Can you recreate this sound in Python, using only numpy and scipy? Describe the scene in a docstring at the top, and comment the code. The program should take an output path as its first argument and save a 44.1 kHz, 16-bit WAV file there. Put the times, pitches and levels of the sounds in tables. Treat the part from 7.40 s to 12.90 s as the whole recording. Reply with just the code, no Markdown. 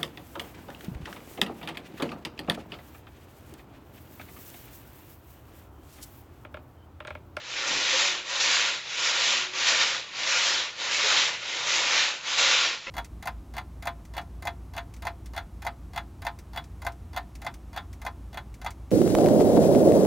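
"""Crosscut saw in a workshop

A long saw is pushed and pulled through a log, eight strokes. Each time the blade speeds up, skates
lightly, then bites in and tears fibres until it slows to turn round. A floor reflection and a few ringing
tones colour the rasp, which surges mid-stroke. Now and then a thick fibre snaps, the log groans, the loose
blade sings or the stand shudders; the blade rattles in the kerf at the end. A faint hum lies under it."""
import sys
import numpy as np
from scipy import signal
from scipy.fft import rfft, irfft
from scipy.io import wavfile
from scipy.ndimage import uniform_filter1d

SR = 44100
rng = np.random.default_rng(int(sys.argv[2]) if len(sys.argv) > 2 else 0)


def pcm_store(signal):
    """Save signal as 16-bit PCM."""
    levels = np.round(np.clip(np.atleast_2d(signal), -1, 1) * 32767)
    wavfile.write(sys.argv[1], SR, levels.astype(np.int16).T)


N = 242550
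TIME = np.arange(N) / SR

# push and pull in turn: start/s, end/s, speed-up/s, slow-down/s, bite time/s, cutting force/dB,
# skating force relative to cutting/dB, load on the log as bass gain/dB
STROKES = [(0.03, 0.87, 0.2, 0.39, 0.27, -24.2, -4.1, -15.5),
           (0.84, 1.43, 0.11, 0.28, 1.0, -20.8, -5.7, -20.2),
           (1.4, 2.13, 0.22, 0.21, 1.58, -26.5, -2.3, -16.8),
           (2.11, 2.66, 0.12, 0.3, 2.31, -21.2, -2.2, -18.3),
           (2.71, 3.33, 0.15, 0.26, 2.87, -22.4, -3.7, -18.7),
           (3.36, 3.99, 0.08, 0.22, 3.51, -23.8, -3.6, -17.5),
           (3.93, 4.85, 0.31, 0.47, 4.27, -24.7, -3.5, -16.9),
           (4.82, 5.4, 0.1, 0.31, 4.98, -19.0, -6.6, -19.1)]
# short changes in loudness and hiss during a stroke, mostly surges, one brief bright dip:
# middle/s, length/s, gain/dB, hiss gain/dB
STROKE_ACCENTS = [(0.648,0.42,5,2.5), (1.028,0.073,-3,3.5), (1.14,0.095,0.5,1.8), (1.67,0.14,3,2.8),
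                  (1.874,0.58,5.5,-0.2), (2.288,0.089,4.5,2.8), (2.42,0.06,3,-0.8), (3.082,0.16,0.8,3.5),
                  (3.758,0.46,4.5,-1), (4.362,0.23,3,1.6), (4.613,0.42,7.5,1.2)]
# EQ of tearing wood: f/Hz, gain/dB
RASP_EQ = [(60, -22), (200, -22), (330, -11.5), (480, -13), (740, -9), (950, -6.5), (1600, -4), (2400, 1.5),
           (3200, 1), (3850, 1.5), (4500, -3), (5400, -4.5), (7050, -7.5), (8000, -20.5)]
# broad, evenly spaced peaks of a floor reflection, plus a few narrow ringing tones:
# f/Hz, width/Hz, relative level/dB
RASP_PEAKS = [(535, 84, 6.5), (870, 8.8, -4), (929, 74, -5), (994, 25, -4.5), (1156, 40, -2), (1412, 62, 2),
              (1820, 50, -3.5), (2410, 12, -6.5), (3504, 19, -9)]
# thick fibres break: t/s, dry peak level/dB
FIBRE_SNAPS = [(1.170, -11), (1.197, -16.5), (2.431, -12), (3.772, -10.5)]
# the blade knocks in the kerf after the last stroke: t/s, dry peak level/dB
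KERF_KNOCKS = [(5.469, -24), (5.472, -22), (5.481, -22.5), (5.486, -25), (5.494, -27)]
# ring of one knock: f/Hz, relative level/dB, t60/s
KNOCK_MODES = [(540, -7, 0.3), (1040, -7, 0.073), (1390, -2, 0.083), (1880, -8, .02), (2120, 11, 0.023),
               (2660, 10, 0.027), (3080, -8, .02)]
# log and blade sing under the teeth: middle/s, length/s, f/Hz, level/dB
GROAN_NOTES = [(0.548, 0.078, 525, -31), (0.646, 0.083, 570, -38), (0.757, 0.38, 371, -51.5),
               (1.947, 0.25, 261, -52.5), (2.059, 0.67, 371.5, -50), (2.384, 0.27, 551, -40.5),
               (3.657, 0.07, 425, -36.5), (3.66, 0.093, 531, -38), (4.519, 0.1, 521, -39),
               (5.075, 0.34, 532, -41)]
# the stand shudders: middle/s, length/s, level/dB
STAND_SHUDDERS = [(0.339, 0.25, -46), (1.198, 0.23, -60)]
# EQ of the stand's rumble: f/Hz, gain/dB
STAND_EQ = [(10, -23.5), (22, 1), (40, -8), (150, -2.5), (310, 4), (450, -2), (800, -20), (3000, -73)]
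# EQ of the room tone: f/Hz, gain/dB
ROOM_TONE_EQ = [(10, -27), (34, -9.5), (50, -1), (90, -10), (135, -0.5), (200, -4.5), (500, -8),
                (2000, -5.5), (7000, -25)]
# reverb time of the workshop: f/Hz, t60/s
ROOM_DECAY = [(150, 1), (600, 0.088), (2500, 0.49), (7000, 0.44)]

BITE_IN_S = 0.0046  # time constant of the change from skating to cutting
FRESH_S, FRESH_HISS_DB = 0.092, 1.3  # a fresh bite is brighter, then the gullets fill with dust
HISS_SLOW_DB, BASS_SLOW_DB = -4, 3.1  # a blade near rest sounds duller and heavier
BASS_PER_ACCENT = -0.52  # dB of bass share per dB of accent: the bass follows an accent only in part
TURN_DB, TURN_SPEED = -40, .25  # floors of force and speed: the blade still shifts as it turns round


def sawing(log_hz=700, wood_hz=2300, hiss_hz=4500,
           log_db=-4.5, wood_db=-9.5, steel_db=-7.5, hiss_db=-9.0):
    """The cut in four bands: force sets the loudness, a sharp bite adds hiss, load adds the log's bass."""
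    speed, force_db, bite_db, load_db = arm_motion()
    cut = coloured_rasp(wood_grain(teeth(speed)))
    below = lambda hz: signal.sosfiltfilt(signal.butter(4, hz, fs=SR, output="sos"), cut)
    log = amp(log_db + load_db) * unit(below(log_hz))
    wood = amp(wood_db) * unit(below(wood_hz) - below(log_hz))
    steel = amp(steel_db) * unit(below(hiss_hz) - below(wood_hz))
    hiss = amp(hiss_db + bite_db) * unit(cut - below(hiss_hz))
    return amp(force_db) * (log + wood + steel + hiss)


def arm_motion():
    """Each stroke speeds up, skates, bites in and slows: envelopes for speed, force, hiss and bass."""
    speed, drag, fresh = np.zeros((3, N))
    for start, end, rise, slow, bite_at, cut_db, skate_db, _ in STROKES:
        motion = ease((TIME - start) / rise) * ease((end - TIME) / slow)
        cutting = .5 + .5 * np.tanh((TIME - bite_at) / BITE_IN_S)
        speed += motion
        drag += motion * amp(cut_db + skate_db * (1 - cutting))
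        fresh += motion * cutting * np.exp(-np.maximum(TIME - bite_at, 0) / FRESH_S)
    speed = np.clip(speed, TURN_SPEED, 1)
    accent_db, sharp_db = sum(np.outer(gains_db, swell(middle, length))
                              for middle, length, *gains_db in STROKE_ACCENTS)
    force_db = 20 * np.log10(np.hypot(drag * amp(accent_db), amp(TURN_DB)))
    bite_db = sharp_db + FRESH_HISS_DB * fresh + HISS_SLOW_DB * (1 - speed)
    middles = [(start + end) / 2 for start, end, *_ in STROKES]
    stroke_load_db = np.interp(TIME, middles, [stroke[-1] for stroke in STROKES])
    load_db = stroke_load_db + BASS_SLOW_DB * (1 - speed) + BASS_PER_ACCENT * accent_db
    return speed, force_db, bite_db, load_db


def teeth(speed, teeth_per_s=120, uneven=.3, release_teeth=5.1, tooth_db=0.27,
          fibres_per_s=11000, fibre_db=1.16):
    """Each passing tooth tears a clump of fibres; the side of the blade rubs smoothly."""
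    passed = np.cumsum(teeth_per_s * speed * np.exp(uneven * wander(60))) / SR
    depth = amp(tooth_db * rng.standard_normal(N))[passed.astype(int) % N]  # each tooth has its own
    grip = depth * np.exp(-(passed % 1) / release_teeth)  # a tooth catches at once and lets go slowly
    size = amp(fibre_db * np.minimum(rng.exponential(1, N), 4)) * rng.choice([-1, 1], N)
    torn = rng.random(N) < fibres_per_s * speed / SR
    fibres = size * torn / speed ** 0.42  # slow teeth tear fewer, coarser fibres
    rub = rng.standard_normal(N)
    return unit(grip * (unit(fibres) + rub))


def wood_grain(tearing, stretch_db=1.02, chip_db=1.0):
    """Each stretch of wood and each chip tears with a colour of its own."""
    spectrum = signal.stft(tearing, nperseg=256, noverlap=192)[2]

    def patches(bins, frames):
        noise = rng.standard_normal(spectrum.shape)
        return unit(uniform_filter1d(uniform_filter1d(noise, bins, 0), frames, 1))

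    grain_db = stretch_db * patches(bins=5, frames=50) + chip_db * patches(bins=2, frames=7)
    return signal.istft(spectrum * amp(grain_db), nperseg=256, noverlap=192)[1][:N]


def coloured_rasp(tearing, peak_trim_db=-2.5):
    """A woody rasp, coloured by the broad peaks of a floor reflection and a few narrow ringing tones."""
    rasp = colour(tearing, RASP_EQ)
    peaks = sum(amp(db + peak_trim_db) * resonate(rasp, hz, width) for hz, width, db in RASP_PEAKS)
    return rasp + peaks


def fibre_snaps(decay_s=0.0011, band_hz=(1500, 4800)):
    """A thick fibre breaks with one short, bright crack."""
    out, t = np.zeros(N), np.arange(256) / SR
    band_pass = signal.butter(3, band_hz, "band", fs=SR, output="sos")
    for at, db in FIBRE_SNAPS:
        burst = rng.standard_normal(len(t)) * np.exp(-t / decay_s)
        crack = signal.sosfiltfilt(band_pass, np.pad(burst, 32))
        add(out, at - .001, amp(db) * crack / abs(crack).max())
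    return out


def blade_knocks():
    """The blade rattles against the walls of the kerf, each knock tuned a little differently."""
    out, t = np.zeros(N), np.arange(SR // 5) / SR
    for at, db in KERF_KNOCKS:
        ring = sum(amp(mode_db - 60 * t / t60) * np.sin(2 * np.pi * hz * rng.uniform(0.94, 1.03) * t)
                   for hz, mode_db, t60 in KNOCK_MODES)
        add(out, at, amp(db) * ring / abs(ring).max())
    return out


def groans(pitch_waver=0.02015, rough_db=3):
    """Stick and slip feed one low mode of log or blade for a moment: a rough, wavering note."""
    out = np.zeros(N)
    for middle, length, hz, db in GROAN_NOTES:
        cycles = np.cumsum(hz * (1 + pitch_waver * wander(68.4))) / SR
        envelope = amp(db + rough_db * np.tanh(wander(70))) * swell(middle, length)
        out += envelope * np.sin(2 * np.pi * cycles)
    return out


def stand_rumble():
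    """The log's stand rumbles when the saw drags at it."""
    envelope = sum(amp(db) * swell(middle, length) for middle, length, db in STAND_SHUDDERS)
    return envelope * unit(colour(rng.standard_normal(N), STAND_EQ))


def workshop_reverb(direct, wet_db=-9.5, drift_hz=4, paths=8):
    """The blade keeps moving, so its sound crossfades between echo paths through the room."""
    sends = np.array([wander(drift_hz) for _ in range(paths)])
    sends /= np.linalg.norm(sends, axis=0)  # constant total power
    wet = sum(signal.fftconvolve(direct * send, reflections())[:N] for send in sends)
    return (direct + amp(wet_db) * wet) / np.hypot(1, amp(wet_db))


def reflections(echoes_per_s=3000):
    """A half-second tail of sparse echoes, each band dying at its own speed."""
    length = SR // 2
    echoes = rng.choice([-1., 1.], length) * (rng.random(length) < echoes_per_s / SR)
    hz, t, spectrum = signal.stft(echoes, SR, nperseg=256)
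    decay = amp(-60 * t / curve_at(ROOM_DECAY, hz)[:, None])
    tail = signal.istft(spectrum * decay, SR, nperseg=256)[1]
    return tail / np.linalg.norm(tail)


def room_tone(air_db=-56, hum_hz=119.0, hum_db=-66, waver_db=4.0):
    """A bed of soft air and a faint hum that wavers in pitch and level."""
    hum = np.sin(2 * np.pi * np.cumsum(hum_hz + 4 * wander(9.6)) / SR)
    air = unit(colour(rng.standard_normal(N), ROOM_TONE_EQ))
    return amp(air_db) * air + amp(hum_db + waver_db * wander(5.5)) * hum


def amp(db):
    """Decibels to gain."""
    return 10 ** (np.asarray(db) / 20)


def unit(x):
    """Scales to rms 1."""
    return x / np.sqrt(np.mean(x ** 2) + 1e-20)


def add(mix, at, sound):
    """Lays a sound into the mix, `at` seconds in."""
    part = mix[max(round(at * SR), 0):][:len(sound)]
    part += sound[:len(part)]


def curve_at(points, hz):
    """Reads a curve on a log-frequency axis."""
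    f, value = np.transpose(points)
    return np.interp(np.log(hz + 1), np.log(f + 1), value)


def colour(x, eq):
    """Applies an EQ curve."""
    gain = amp(curve_at(eq, np.fft.rfftfreq(2 * N, 1 / SR)))
    return irfft(rfft(x, 2 * N) * gain)[:N]


def resonate(x, hz, width_hz):
    """A band-pass with a peak gain of 1."""
    return signal.lfilter(*signal.iirpeak(hz, hz / width_hz, fs=SR), x)


def wander(rate_hz):
    """Smooth random modulation of rms 1, rolling off above rate_hz."""
    hz = np.fft.rfftfreq(N, 1 / SR)
    return unit(irfft(rfft(rng.standard_normal(N)) * np.exp(-(hz / rate_hz) ** 2), N))


def swell(middle, length):
    """One smooth rise and fall."""
    return np.cos(np.pi * np.clip((TIME - middle) / length, -.5, .5)) ** 2


def ease(progress):
    """A quarter-sine fade from rest (0) to full (1)."""
    return np.sin(np.pi / 2 * np.clip(progress, 0, 1))


def scene():
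    """Saw, snaps and knocks go through the reverb; the other layers stay dry. Mono on both channels."""
    saw = workshop_reverb(sawing() + fibre_snaps() + blade_knocks())
    mono = saw + groans() + stand_rumble() + room_tone()
    return np.array([mono, mono])


def record(dry, cutoff_hz=7760):
    """A steep low-pass takes the top off the whole mix."""
    low_pass = signal.firwin(221, cutoff_hz, window=("kaiser", 8), fs=SR)
    return signal.oaconvolve(dry, low_pass[None], "same")


dry = scene()
out = record(dry)
pcm_store(out)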